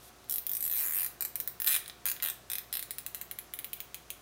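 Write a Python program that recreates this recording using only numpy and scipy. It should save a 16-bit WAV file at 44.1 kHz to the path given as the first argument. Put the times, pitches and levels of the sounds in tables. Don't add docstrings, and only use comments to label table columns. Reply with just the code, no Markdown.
import sys
import numpy as np
from scipy import signal
from scipy.fft import rfft, irfft, next_fast_len
from scipy.io import wavfile
from scipy.ndimage import uniform_filter1d

SR = 44100
rng = np.random.default_rng(int(sys.argv[2]) if len(sys.argv) > 2 else 0)


def log_audio(samples):
    frames = np.atleast_2d(samples).T
    limited = np.clip(frames, -1, 1)
    pcm = np.round(limited * 32767).astype(np.int16)
    wavfile.write(sys.argv[1], SR, pcm)


def elevation(decibels):
    levels = np.asarray(decibels, float)
    return 10 ** (levels / 20)


N = 186013


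def unit(x):
    return x / np.sqrt(np.mean(x ** 2) + 1e-20)


def along(points, hz):
    f, v = np.transpose(points)
    return np.interp(np.log(hz + 1), np.log(f + 1), v)


def filtered(x, response):
    m = next_fast_len(N + 8192)
    hz = np.fft.rfftfreq(m, 1 / SR)
    return irfft(rfft(x, m) * response(hz), m)[:N]


def noise(spectrum):
    return unit(filtered(rng.standard_normal(N), lambda hz: elevation(along(spectrum, hz))))


def creeping(shape):
    return unit(uniform_filter1d(rng.standard_normal(shape), size=5, axis=0))


# (frequency [Hz], level per Hz [dB])
AIR_SPECTRUM = [(12, -37), (20, -18), (96, -3.5), (499, -4.5), (678, -5.5), (897, -7.5), (1330, -6),
                (1860, -11), (2020, -12), (5680, -15), (6180, -14), (6720, -16.5), (16000, -21)]
# (frequency [Hz], line width [Hz], level [dB])
HUM_LINES = [
    (57.8, 1.26, -67),
    (120.5, 6.3, -71),
    (371.8, 9.8, -71),
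    (717.5, 2.4, -69),
    (1127, 7.7, -76),
]


def background():
    x = elevation(-57.5) * noise(AIR_SPECTRUM)
    t = np.arange(N) / SR
    for hz, width, db in HUM_LINES:
        drift = np.cumsum(rng.standard_normal(N)) * np.sqrt(2 * np.pi * width / SR)
        x += elevation(db + 2.5) * np.sin(2 * np.pi * hz * t + drift)
    return x


# (time [s], level [dB])
RUB_LEVEL = [
    (0.0, -65),
    (0.042, -55),
    (0.09, -56.5),
    (0.122, -74),
    (0.14, -75),
]
# (frequency [Hz], level per Hz [dB])
RUB_SPECTRUM = [(1180, -29), (2000, 1), (2110, -16), (3520, 2), (5120, -3), (13100, 3), (16000, -4)]


def rub():
    s, db = np.transpose(RUB_LEVEL)
    level_db = np.interp(np.arange(N) / SR, s, db, right=-120)
    return elevation(level_db) * noise(RUB_SPECTRUM)


# (delay [s], level [dB])
REFLECTIONS = [(.0038, -15.5), (.0063, -11), (.0107, -15.5), (.0142, -34), (.0213, -37), (.0294, -50)]
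# (frequency [Hz], T60 [s])
REVERBERATION = [(500, 0.47), (2000, 0.46), (5000, 0.33), (10000, 0.23), (15000, 0.24)]


def shop(x):
    out = np.zeros(N + SR)
    for delay, db in REFLECTIONS:
        out[round(delay * SR):][:N] += elevation(db) * x
    step, scatter_delay_s = SR // 12, .0015
    for a in range(0, N, step):
        hz, t, z = signal.stft(rng.standard_normal(SR // 2), SR, nperseg=128)
        slow = elevation(-60 * t / along(REVERBERATION, hz)[:, None])
        fast = elevation(5.0 - 60 * t / 0.021)
        tail = signal.istft(z * (slow + fast), SR, nperseg=128)[1]
        wet = signal.fftconvolve(x[a:a + step], tail / np.linalg.norm(tail))
        out[a + round(scatter_delay_s * SR):][:len(wet)] += elevation(-1.5) * wet
    return out[:N]


def early_rms(rows):
    return np.sqrt(np.mean(rows[:, :90] ** 2, axis=1, keepdims=True))


def ring(modes, ratio, scatter_db, detune, slip):
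    t = np.arange(640) / SR
    draw = creeping((len(ratio), len(modes), 3))
    rows = np.zeros((len(ratio), len(t)))
    for k, (hz, db, t60) in enumerate(modes):
        pitch = hz * ratio * (1 + detune * draw[:, k, 0])
        phase = .3 * k ** 2 + 0.93 * draw[:, k, 2:]
        wave = np.sin(2 * np.pi * pitch[:, None] * (t - slip) + phase)
        rows += elevation(db + scatter_db * draw[:, k, 1:2] - 60 * t / t60) * wave
    rows *= np.clip(t / slip, 0, 1) ** 2
    return rows / early_rms(rows)


# (frequency [Hz], level [dB], T60 [s])
LOOP_MODES = [(1007, -21.5, 0.0088), (1540, -14, 0.0064), (1836, 6.5, 0.005), (2384, -4.5, 0.011),
              (2825, -5, 0.0061)]
# (time [s], pitch ratio [1])
LOOP_PITCH = [(0.3, 1.03), (1.1, 1.005), (1.8, 1), (2.3, 1.014), (2.9, 1.018), (3.5, 1.22), (4.2, 1.4)]


def loop(times, slip):
    ratio = np.interp(times, *np.transpose(LOOP_PITCH))
    return ring(LOOP_MODES, ratio, scatter_db=2.5, detune=.025, slip=slip)


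# (frequency [Hz], level [dB], T60 [s])
STRAP_MODES = [(3435, 1, 0.0063), (3926, 4, 0.0065), (5200, 0, 0.0043), (6120, -4.5, 0.0052)]


def strap(times, slip):
    return elevation(-2.5) * ring(STRAP_MODES, np.ones(len(times)), scatter_db=2.5, detune=.015, slip=slip)


# (frequency [Hz], level [dB], T60 [s])
HEAD_MODES = [(7230, -7.5, 0.0033), (9050, 3, 0.0018), (9590, -1, 0.0028), (10850, -5, 0.0051)]


def head(times, slip):
    return elevation(-2.0) * ring(HEAD_MODES, np.ones(len(times)), scatter_db=1.5, detune=.025, slip=slip)


# (frequency [Hz], level [dB], T60 [s])
PAWL_MODES = [(11840, 0, 0.0032), (12600, 9, 0.0028), (13970, 4, 0.0037), (15200, 4, 0.0031),
              (14770, -1, 0.0043)]


def pawl(times, slip):
    return elevation(-3.0) * ring(PAWL_MODES, np.ones(len(times)), scatter_db=1.2, detune=0.024, slip=slip)


def crack_burst(shape, slip):
    t = np.arange(shape[1]) / SR
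    hold_s, t60 = .0002, 0.0025
    crack = np.diff(creeping(shape), axis=1, n=2, prepend=0, append=0)
    crack *= elevation(-60 * (np.hypot(t - slip, hold_s) - hold_s) / t60)
    return elevation(-1.5) * crack / early_rms(crack)


def snaps(events, slip):
    s, db, loop_db, strap_db, head_db = np.transpose(events)[:, :, None]
    times = s[:, 0]
    rows = pawl(times, slip)
    rows += elevation(loop_db) * loop(times, slip)
    rows += elevation(strap_db) * strap(times, slip)
    rows += elevation(head_db) * head(times, slip)
    crack = crack_burst(rows.shape, slip)
    at = np.round((s - slip) * SR).astype(int) + np.arange(rows.shape[1])
    placed = [np.bincount(at.ravel(), (elevation(db) * part).ravel(), N + SR)[:N] for part in (rows, crack)]
    return np.array(placed)


# (time [s], pawl level [dB], then relative to it loop level [dB], strap level [dB], head level [dB])
TOUCHES = [
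    (0.2434, -58, -8, 0, 0.5),
    (0.2884, -64, 0, 4, 15),
    (1.6747, -30.5, -3.5, 5.5, 1),
    (1.7451, -27, -13, -2.5, -2),
    (1.8604, -50.5, -4, 10, 5),
    (1.8798, -41.5, -11, -1, 3),
    (1.8982, -51, 7, 15.5, 2.1),
    (2.1651, -46.5, -3, 3, 0.5),
    (2.2012, -50, 7, 8, 2),
]


def touches():
    return snaps(TOUCHES, slip=0.00055)


# (start [s], length [s], teeth [count], slowing of the tooth gaps [log ratio], slower ends [log ratio])
STRAP_PULLS = [(.2974, .0857, 6, .31, .08), (.4672, .1018, 6, -.22, .18), (.6074, .0916, 7, .04, .54),
               (.7141, .0889, 11, -.33, -.06), (.8093, .1002, 12, .34, .16), (.9232, .1402, 13, .15, .42),
               (1.2084, .0425, 3, .29, 0), (1.6018, .0625, 4, .04, -.34), (1.672, .0531, 9, -.13, -.18),
               (1.7292, .0346, 5, .31, .14), (2.056, .0598, 6, .28, .1), (2.2249, .0753, 8, .35, -.12),
               (2.5007, .0834, 5, .29, .18), (2.728, .099, 6, .52, .12)]
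SINGLE_TEETH = [1.3567, 1.402, 1.4761, 2.9084, 2.9844, 3.0644, 3.1474, 3.2139, 3.3128, 3.388, 3.5377,
                3.5899, 3.645, 3.7325, 3.8039, 3.945, 4.104]
# (time [s], snap level [dB], loop tension [dB], pressure of the tie on the frame [dB])
HAND_FORCES = [(.3, -26.5, -30, 2.5), (.65, -26, -24.5, -5), (.74, -26.5, -22.5, 0), (.85, -26, -20, -15),
               (1.06, -26.5, -16.5, -2), (1.48, -24, -19.5, -1.5), (1.655, -26, -17, 0.5),
               (1.675, -20, -21, 1), (1.7, -26, -14, 6.5), (1.76, -22.5, -11, 9), (2.1, -24.5, -15.5, 2.5),
               (2.26, -27.5, -13, 9), (2.55, -29.5, -13, 12), (2.735, -28.5, -14.5, 13.5),
               (2.8, -29, -14.5, 5), (2.95, -30.5, -14, 9.5), (3.56, -29.5, -14, 7.5),
               (4.1, -29.5, -11, 5.5)]


def teeth():
    times = list(SINGLE_TEETH)
    for start, length, count, slowing, ends in STRAP_PULLS:
        place = np.linspace(-1, 1, count - 1)
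        gaps = np.exp(slowing * place + ends * place ** 2)
        times += list(start + length * np.cumsum(np.r_[0, gaps]) / gaps.sum())
    times = np.sort(times)
    s, *controls = np.transpose(HAND_FORCES)
    snap_db, tension_db, pressure_db = [np.interp(times, s, c) for c in controls]
    snap_db = snap_db + 0.53 * rng.standard_normal(len(times))
    strap_db = -18 + pressure_db
    head_db = -11.5 + 0.51 * pressure_db
    return snaps(np.transpose([times, snap_db, tension_db, strap_db, head_db]), slip=0.0005037)


def scene():
    rings, cracks = teeth() + touches()
    sent = elevation(-3) * rings + elevation(3) * cracks
    return (rings + cracks + shop(sent) + rub() + background())[None]


def band_limit(x):
    return signal.sosfilt(signal.butter(12, 17140, fs=SR, output="sos"), x)


# (frequency [Hz], level [dB])
TREBLE_END = [(15600, 0), (16000, -17), (17000, -19)]


def record(dry):
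    top_hz, onset_top_hz = 15900, 17100
    onset_rise_db, onset_open_s = 19, .012
    x = filtered(dry[0], lambda hz: elevation(along(TREBLE_END, hz)) * (hz < onset_top_hz))
    steady = filtered(x, lambda hz: hz < top_hz)
    near, span = SR // 1000, round(onset_open_s * SR)
    before = np.roll(uniform_filter1d(x ** 2, span), span // 2 + near)
    onset = uniform_filter1d(x ** 2, near) > elevation(2 * onset_rise_db) * np.abs(before)
    opened = uniform_filter1d(1. * onset, span) > 1e-6
    gate = uniform_filter1d(1. * opened, span // 2)
    mix = (steady + gate * (x - steady))[None]
    return band_limit(mix)


dry = scene()
out = record(dry)
log_audio(out)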